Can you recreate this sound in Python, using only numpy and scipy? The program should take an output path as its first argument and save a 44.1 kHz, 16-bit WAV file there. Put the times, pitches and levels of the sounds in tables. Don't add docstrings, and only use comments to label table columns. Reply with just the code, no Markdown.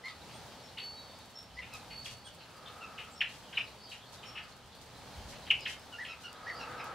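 import sys
import numpy as np
from scipy import signal
from scipy.fft import rfft, irfft, next_fast_len
from scipy.io import wavfile
from scipy.ndimage import uniform_filter1d, map_coordinates

SR = 44100
rng = np.random.default_rng(int(sys.argv[2]) if len(sys.argv) > 2 else 0)


def dump_mix(stems):
    frames = np.atleast_2d(stems).T
    limited = np.clip(frames, -1, 1)
    pcm = np.round(limited * 32767).astype(np.int16)
    wavfile.write(sys.argv[1], SR, pcm)


N = 306054

# freq_hz, density_db
CLICK_SPECTRUM = [(1500, -14), (4500, 1), (8000, 8), (12000, -0.5), (16000, 0)]


def amp(db):
    return 10 ** (np.asarray(db) / 20)


def unit(x):
    return x / np.sqrt(np.mean(x ** 2) + 1e-20)


def along(points, hz):
    freq_hz, values = np.transpose(points)
    return np.interp(np.log(hz + 1), np.log(freq_hz + 1), values)


def clock(length_s):
    return np.arange(int(length_s * SR)) / SR


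def wobble(rate_hz, size=N):
    knots = rng.standard_normal(int(size * rate_hz / SR) + 4)
    return map_coordinates(knots, [np.arange(size) * rate_hz / SR])


def phase_rad(pitch_hz):
    return 2 * np.pi * np.cumsum(pitch_hz) / SR


def add(track, start_s, x):
    start = max(round(start_s * SR), 0)
    track[..., start:start + x.shape[-1]] += x[..., :N - start]


def filtered(x, response):
    size = x.shape[-1]
    padded = next_fast_len(size + 2 ** 12)
    return irfft(rfft(x, padded) * response(np.fft.rfftfreq(padded, 1 / SR)), padded)[..., :size]


def coloured(x, spectrum):
    return unit(filtered(x, lambda hz: amp(along(spectrum, hz))))


def resonant(modes, hz):
    return np.sqrt(sum(abs(amp(db) * hz * width_hz / (centre_hz ** 2 - hz ** 2 + 1j * hz * width_hz)) ** 2
                       for centre_hz, width_hz, db in modes))


def air(response):
    # freq_hz, correlation
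    likeness = [(60, 0.97), (150, 0.79), (380, 0.78), (950, 0.96), (2380, 0.72), (5980, 0.41),
                (15000, -0.65)]

    def mid_side_gain(hz):
        angle_rad = np.arccos(np.clip(along(likeness, hz), -1, 1)) / 2
        return response(hz) * np.array([np.cos(angle_rad), np.sin(angle_rad)])

    mid, side = filtered(rng.standard_normal((2, N)), mid_side_gain)
    return unit(np.array([mid + side, mid - side]))


def yard(x, wet_db, width=0.26, linger=1, lumpy_db=4, rise_s=0.004):
    # freq_hz, t60_s
    decay_times = [(500, 0.47), (3000, 0.29), (10000, 0.083)]
    lumps = rng.standard_normal((2, SR // 2)) * amp(lumpy_db * wobble(1500, SR // 2))
    hz, t, bands = signal.stft(lumps, SR, nperseg=256)
    decay = amp(-60 * t / (linger * along(decay_times, hz)[:, None])) * (1 - np.exp(-t / rise_s))
    mid, side = signal.istft(bands * decay, SR, nperseg=256)[1]
    impulse = np.array([mid + width * side, mid - width * side])
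    impulse *= amp(wet_db) / np.linalg.norm(impulse[0])
    impulse[:, 0] += 1
    return signal.fftconvolve(x[None], impulse, axes=1)


def outdoors(hush_db=-53.92, flock_db=-66):
    # freq_hz, density_db
    hush_spectrum = [(13, -47), (22, -33), (64, 0.5), (97, -0.5), (172, -1), (275, -3.5), (315, -8.5),
                     (502, -3.5), (717, -4), (869, -3), (1080, -8), (2910, -15), (4510, -12.5), (6100, -18),
                     (15500, -27)]
    flock_spectrum = [(1200, -39), (2200, -2), (3000, 5), (4200, 3), (5200, -16), (7000, -26), (12000, -40)]
    puff_spectrum = [(15, -20), (30, -22), (55, 4), (80, 0), (130, -32), (400, -90)]
    # start_s, length_s, level_db
    puffs = [(1.449, 0.38, -59.5), (5.144, 0.091, -49), (5.203, 0.11, -53)]
    out = amp(hush_db + 1.87 * wobble(3.3)) * air(lambda hz: amp(along(hush_spectrum, hz)))
    out += amp(flock_db + 0.73 * wobble(12)) * air(lambda hz: amp(along(flock_spectrum, hz)))
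    for start_s, length_s, level_db in puffs:
        u = clock(length_s) / length_s
        puff = coloured(rng.standard_normal(len(u)), puff_spectrum)
        add(out, start_s, amp(level_db) * np.sin(np.pi * u) * puff)
    return out


def road(steady_body_db=-67, steady_whine_db=-71, drone_db=-67, dull_hz=2100):
    # centre_s, half_width_s, body_db, whine_db
    swells = [(0.093, 0.1, -61, -62), (2.845, 0.33, -58, -54.5), (4.346, 0.24, -60.5, -58.5),
              (6.844, 0.44, -46.5, -47.5)]
    # centre_hz, width_hz, gain_db
    body_modes = [(206, 180, -11.5), (492, 40, -2), (826, 230, -4.5), (1220, 2100, -11), (1610, 86, -5)]
    whine_modes = [(1267, 70, 0)]
    drone_modes = [(65, 46, -8), (121, 11, -0.5)]

    def far(modes):
        return air(lambda hz: resonant(modes, hz) / np.sqrt(1 + (hz / dull_hz) ** 4))

    centre_s, half_width_s, body_db, whine_db = np.transpose(swells)
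    envelopes = np.exp(-((np.arange(N)[:, None] / SR - centre_s) / half_width_s) ** 2)
    drone = amp(drone_db + 4 * wobble(1.82)) * far(drone_modes)
    body = np.hypot(amp(steady_body_db), envelopes @ amp(body_db)) * far(body_modes)
    whine = np.hypot(amp(steady_whine_db), envelopes @ amp(whine_db)) * far(whine_modes)
    return body + whine + drone


def pecks(floor_db=-68, spread_db=6, crumple_db=4, length_s=0.04, count=70):
    out, u = np.zeros((2, N)), clock(length_s) / length_s
    envelope = np.sin(np.pi * np.sqrt(u))
    for when, force in rng.random((count, 2)):
        grains = rng.standard_normal((2, len(u))) * amp(crumple_db * wobble(910, len(u)))
        crunch = envelope * coloured(grains, CLICK_SPECTRUM)
        add(out, when * N / SR, amp(floor_db + spread_db * force ** 2) * crunch)
    return out


def leaves(spiky_db=3, whisper_db=-75, swing_db=3):
    # start_s, length_s, level_db
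    rustles = [(0.047, 0.1, -58.5), (0.832, 0.052, -60), (1.175, .13, -66), (1.734, 0.079, -53.5),
               (2.007, .079, -61), (2.043, .07, -47.5), (2.095, 0.074, -51.5), (2.256, 0.072, -59),
               (2.975, 0.045, -69), (3.205, 0.039, -57), (3.28, 0.14, -56.5), (3.38, 0.059, -61),
               (3.889, 0.13, -56.5), (4.121, 0.072, -54.5), (4.26, 0.057, -60), (4.478, 0.072, -60.5),
               (4.808, .04, -58), (5.28, 0.084, -53), (5.505, 0.025, -49), (5.671, 0.098, -48.5),
               (6.03, .09, -65), (6.202, 0.076, -57), (6.846, 0.055, -57)]
    # freq_hz, density_db
    rustle_spectrum = [(1500, -11), (3500, 5.5), (5500, 5.5), (9000, -2.5), (13000, -9), (16000, -39)]
    whisper_spectrum = [(1500, -18), (3500, 2), (5500, 8), (9000, -4.5), (13000, -14.5), (16000, -22)]
    out = np.zeros((2, N))
    for start_s, length_s, level_db in rustles:
        u = clock(length_s) / length_s
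        grains = rng.standard_normal((2, len(u))) * amp(spiky_db * wobble(2200, len(u)))
        add(out, start_s, amp(level_db) * coloured(grains, rustle_spectrum) * np.sin(np.pi * u ** 0.57))
    feet = unit(amp(swing_db * (wobble(6.9) + wobble(250))))
    return out + amp(whisper_db) * feet * air(lambda hz: amp(along(whisper_spectrum, hz)))


def clicks(t60_s=0.017, rise_s=0.00081, rough_db=4):
    # start_s, level_db
    ticks = [(1.1887, -51), (1.737, -39.5), (4.1273, -51), (4.816, -47), (5.507, -49), (5.6077, -48.5),
             (5.7957, -49), (6.3287, -45), (6.8425, -41)]
    out, t = np.zeros((2, N)), clock(0.046)
    for start_s, level_db in ticks:
        burst = coloured(rng.standard_normal((2, len(t))), CLICK_SPECTRUM)
        burst *= unit(amp(rough_db * wobble(700, len(t))))
        add(out, start_s, amp(level_db - 60 * t / t60_s) * np.minimum(t / rise_s, 1) * burst)
    return out


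def chime(wet_db=-11, overtone_t60_s=0.29, sway_db=2, rattle_rad=0.4, damp_s=0.047):
    modes_hz = {"long": (3309, 3345, 8626), "mid": (3885, 3925, 10120), "short": (4458, 4517, 11591),
                "tiny": (5457, 5388, 14200)}
    ringing = {"long": (0.18, -2), "mid": (0.3, -30), "short": (1.25, -22.5), "tiny": (0.31, -45)}
    # start_s, tube, swell_s, level_db, twin_db, damping_db
    touches = [(.329, "long", .018, -59.5, 1, 4.5), (.625, "tiny", .021, -55, -10, -1),
               (.78, "short", 0.013, -48, -4, 11), (.82, "short", 0.021, -44, -13, 4.5),
               (.96, "mid", 0.013, -53.5, -15, 8), (1.346, "tiny", 0.024, -45.5, -5.5, 8),
               (1.9, "short", 0.011, -49, -8, 5), (1.95, "short", 0.019, -49, -6, 9),
               (2.24, "long", .019, -53, -20, 7), (3.143, "tiny", 0.032, -55, -2, 4.5),
               (3.73, "short", .15, -61.5, 7, 17), (3.87, "mid", .035, -56, -4, 3),
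               (4.243, "tiny", .041, -51, -10, 1), (6.01, "long", .025, -62, -10, 6),
               (6.468, "short", .025, -63, 9, 4.5)]
    out, t = np.zeros((2, N)), clock(1)
    for start_s, tube, swell_s, level_db, twin_db, damping_db in touches:
        t60_s, overtone_db = ringing[tube]
        free_s = np.maximum(t - swell_s - 0.02, 0)
        contact = np.exp(-free_s / damp_s)
        partials = []
        for hz in modes_hz[tube]:
            phase = 2 * np.pi * (hz * t + rng.random()) + rattle_rad * contact * wobble(161, len(t))
            partials.append(np.sin(phase) * amp(sway_db * wobble(25.7, len(t))))
        bending, twin, overtone = partials
        ring = bending + amp(twin_db) * twin + amp(overtone_db - 60 * free_s / overtone_t60_s) * overtone
        envelope = np.minimum(t / swell_s, 1) * amp(-60 * free_s / t60_s - damping_db * (1 - contact))
        add(out, start_s, amp(level_db) * yard(ring * envelope, wet_db, width=1))
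    return out


def peeps(floor_db=-66, spread_db=4, jitter=0.0496, wet_db=5, length_s=0.03, count=70):
    out, u = np.zeros(N), clock(length_s) / length_s
    for when, height, slope, force in rng.random((count, 4)):
        glide = 0.206 * (slope - 0.7) * u
        pitch_hz = (2900 + 2300 * height) * (1 + glide + jitter * wobble(581, len(u)))
        peep = np.sin(np.pi * u) * np.sin(phase_rad(pitch_hz))
        add(out, when * N / SR, amp(floor_db + spread_db * force) * peep)
    return yard(out, wet_db)[:, :N]


def thin_tones(wet_db=1, jitter=0.038):
    # start_s, length_s, from_hz, to_hz, level_db
    tones = [(.035, .04, 4420, 4130, -56), (2.665, .024, 3760, 3640, -54), (3.103, .053, 7100, 8460, -60),
             (3.55, .021, 3950, 3830, -46), (3.82, .06, 5220, 4500, -56), (5.416, 0.019, 4200, 3940, -55),
             (5.584, 0.076, 5340, 4750, -54), (5.605, .056, 4200, 3900, -56),
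             (6.548, 0.047, 5050, 4430, -52.5)]
    out = np.zeros((2, N))
    for start_s, length_s, from_hz, to_hz, level_db in tones:
        u = clock(length_s) / length_s
        pitch_hz = (from_hz + (to_hz - from_hz) * u) * (1 + jitter * wobble(710, len(u)))
        tone = np.sin(np.pi * u) * np.sin(phase_rad(pitch_hz))
        add(out, start_s, amp(level_db) * yard(tone, wet_db, width=0.48))
    return out


def chups(gain_db=1, shimmer_db=2.5, fourth_db=-2):
    # start_s, kind, length_s, middle_hz, level_db, upper_harmonics_db
    calls = [(0.034, "level", 0.067, 1051, -41, -23), (1.566, "level", 0.056, 1008, -43, -20),
             (1.721, "falling", 0.046, 1277, -47, -10), (2.261, "falling", .032, 1560, -53.5, -16),
             (2.804, "falling", 0.056, 1334, -48.5, -24), (3.524, "falling", .04, 1564, -50, -23),
             (5.92, "falling", 0.04, 1455, -45, -19), (5.981, "arched", 0.065, 982, -37.5, -25),
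             (6.072, "falling", 0.0703, 1326, -46.5, -10.5), (6.231, "falling", 0.049, 1425, -46.5, -12.5),
             (6.459, "arched", .069, 977, -37.5, -24), (6.585, "falling", 0.063, 1373, -47, -9.5),
             (6.771, "falling", 0.058, 1316, -50.5, -7.5)]
    voices = {"level": (.93, .91, -18.5, -21, -10), "arched": (.81, .83, -21, -23, -11),
              "falling": (1.05, .94, -7, -19, -4.5)}
    jitter = {"level": .028, "arched": .032, "falling": .027}
    # freq_hz, density_db
    breath_spectrum = [(700, -31), (1400, -8), (2700, 7), (3400, 0), (5300, 4), (7000, -15), (14000, -38)]
    out = np.zeros((2, N))
    for start_s, kind, length_s, middle_hz, level_db, upper_db in calls:
        start_ratio, end_ratio, fundamental_db, breath_db, wet_db = voices[kind]
        u = clock(length_s) / length_s
        arch = np.polyval(np.polyfit([0, 0.5, 1], [start_ratio, 1, end_ratio], 2), u)
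        phase = phase_rad(middle_hz * arch * (1 + jitter[kind] * wobble(697, len(u))))
        upper = np.sin(3 * phase) + amp(fourth_db) * np.sin(4 * phase)
        tone = amp(fundamental_db) * np.sin(phase) + np.sin(2 * phase) + amp(upper_db) * upper
        breath = amp(breath_db) * coloured(rng.standard_normal(len(u)), breath_spectrum)
        breath *= 1 + np.sin(phase)
        effort = np.abs(np.sin(np.pi * u ** 0.94)) ** 0.85 * amp(shimmer_db * wobble(308, len(u)))
        add(out, start_s, amp(level_db + gain_db) * yard(effort * (tone + breath), wet_db, linger=0.7))
    return out


def chack(top_hz, depth, length_s, second_db, rasp_db, jitter=0.032, flutter_db=2, rasp_s=0.028):
    sweep = [(0, .56), (.15, .82), (.35, 1.02), (.56, .92), (.8, .69), (1, .47)]
    # freq_hz, density_db
    rasp_spectrum = [(600, -15.5), (1200, -3), (1600, -2), (2000, -0.5), (2500, 5), (3000, 6), (3400, -1),
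                     (4000, -19.5), (5300, -12), (7500, -35), (14000, -42)]
    u = clock(length_s) / length_s
    envelope = np.abs(np.sin(np.pi * u ** 1.3)) ** 0.95 * amp(flutter_db * wobble(497, len(u)))

    def stroke(ratio):
        return envelope * np.sin(phase_rad(top_hz * ratio * (1 + jitter * wobble(1520, len(u)))))

    call = np.zeros(SR // 10)
    add(call, 0, stroke(np.interp(u, *np.transpose(sweep)) ** depth))
    add(call, 0.66 * length_s, amp(second_db) * stroke(np.interp(u, [0, 1], [1.55, 0.689])))
    rasp_envelope = np.sin(np.pi * np.sqrt(clock(rasp_s) / rasp_s))
    rasp = rasp_envelope * coloured(rng.standard_normal(len(rasp_envelope)), rasp_spectrum)
    add(call, 0.7 * length_s, amp(rasp_db) * rasp)
    return call


def walls(call, bounce_s, bounce_db):
    # delay_s, gain_db
    reflections = [(.0028, -14.5), (0.0135, -14), (0.0167, -15.5), (.024, -16.5), (0.0347, -15)]
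    impulse = np.zeros(SR // 20)
    impulse[0] = 1
    for delay_s, gain_db in [(bounce_s, bounce_db)] + reflections:
        impulse[int(delay_s * SR + rng.normal(0, 1))] += amp(gain_db)
    return signal.fftconvolve(call, impulse)


def chacks(gain_db=0.98, full_db=-22.5, near_db=-20, left_bias_db=1.2):
    # start_s, level_db, top_hz, sweep_depth, length_s, second_db, bounce_s, bounce_db
    calls = [(0.08, -48, 3860, .7, 0.01, 2, .006, -9), (.287, -56, 3130, .94, 0.011, -14, 0.0067, -9),
             (0.771, -37, 3065, 1.02, 0.013, 1, 0.019, -8.5),
             (1.618, -43.5, 2840, 0.97, .012, -8, 0.009, -3),
             (1.901, -47.5, 3120, 0.92, 0.013, -13, 0.0052, -7),
             (2.054, -39.5, 3400, 0.84, 0.011, -20, 0.0097, -11),
             (2.4, -53.5, 3120, 0.86, 0.013, -14, 0.0066, -7),
             (2.656, -45.5, 3740, 0.52, .012, -16, .01, -6), (2.977, -40, 3105, 0.86, 0.014, -10, .011, -5),
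             (3.205, -22.5, 3170, 1.07, .014, -17, 0.0086, -5),
             (3.524, -44, 2903, 1.44, 0.015, -15, 0.0077, -7),
             (3.57, -23.5, 2986, 0.75, 0.011, -31, 0.0063, -4),
             (3.913, -42.5, 3163, 0.81, 0.012, -12, 0.007, -8),
             (4.228, -45.5, 3180, .85, .013, -8, 0.0067, -5),
             (4.351, -40.5, 2980, 0.85, .012, -14, .008, -4),
             (4.37, -39, 3007, 1.02, .012, -10, 0.0072, -17),
             (5.318, -51, 3126, 1.33, .012, -2, 0.0056, -11),
             (5.465, -46.5, 3210, 1.2, 0.013, -5, .006, -1),
             (5.501, -17, 3060, 0.57, .0125, -25, 0.0076, -3.5),
             (5.652, -31.5, 3183, 1.05, 0.014, -13, 0.0083, -2.5),
             (6.046, -40, 3186, 0.99, .012, -21, .012, -2),
             (6.125, -47, 2824, 1.1, 0.012, -22, 0.0053, -14),
             (6.791, -43.5, 2854, 0.77, 0.011, -11, .008, -7)]
    out = np.zeros((2, N))
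    for start_s, level_db, top_hz, depth, length_s, second_db, bounce_s, bounce_db in calls:
        rasp_db = min(-18 + 1.2 * (full_db - level_db), -12.5)
        wet_db = -12 + 0.39 * (near_db - level_db)
        direct = chack(top_hz, depth, length_s, second_db, rasp_db)
        call = yard(walls(direct, bounce_s, bounce_db), wet_db, width=0.42, lumpy_db=5.5)
        peak = np.sqrt(uniform_filter1d(call[0] ** 2, size=200).max() * 2)
        add(out, start_s, amp(level_db + gain_db) * call / peak)
    return out * amp([[left_bias_db / 2], [-left_bias_db / 2]])


def scene():
    pitched = chacks() + chups() + thin_tones() + peeps() + chime()
    return pitched + clicks() + leaves() + pecks() + outdoors() + road()


def record(dry, cutoff_hz=15730):
    return filtered(dry, lambda hz: hz < cutoff_hz)


dry = scene()
out = record(dry)
dump_mix(out)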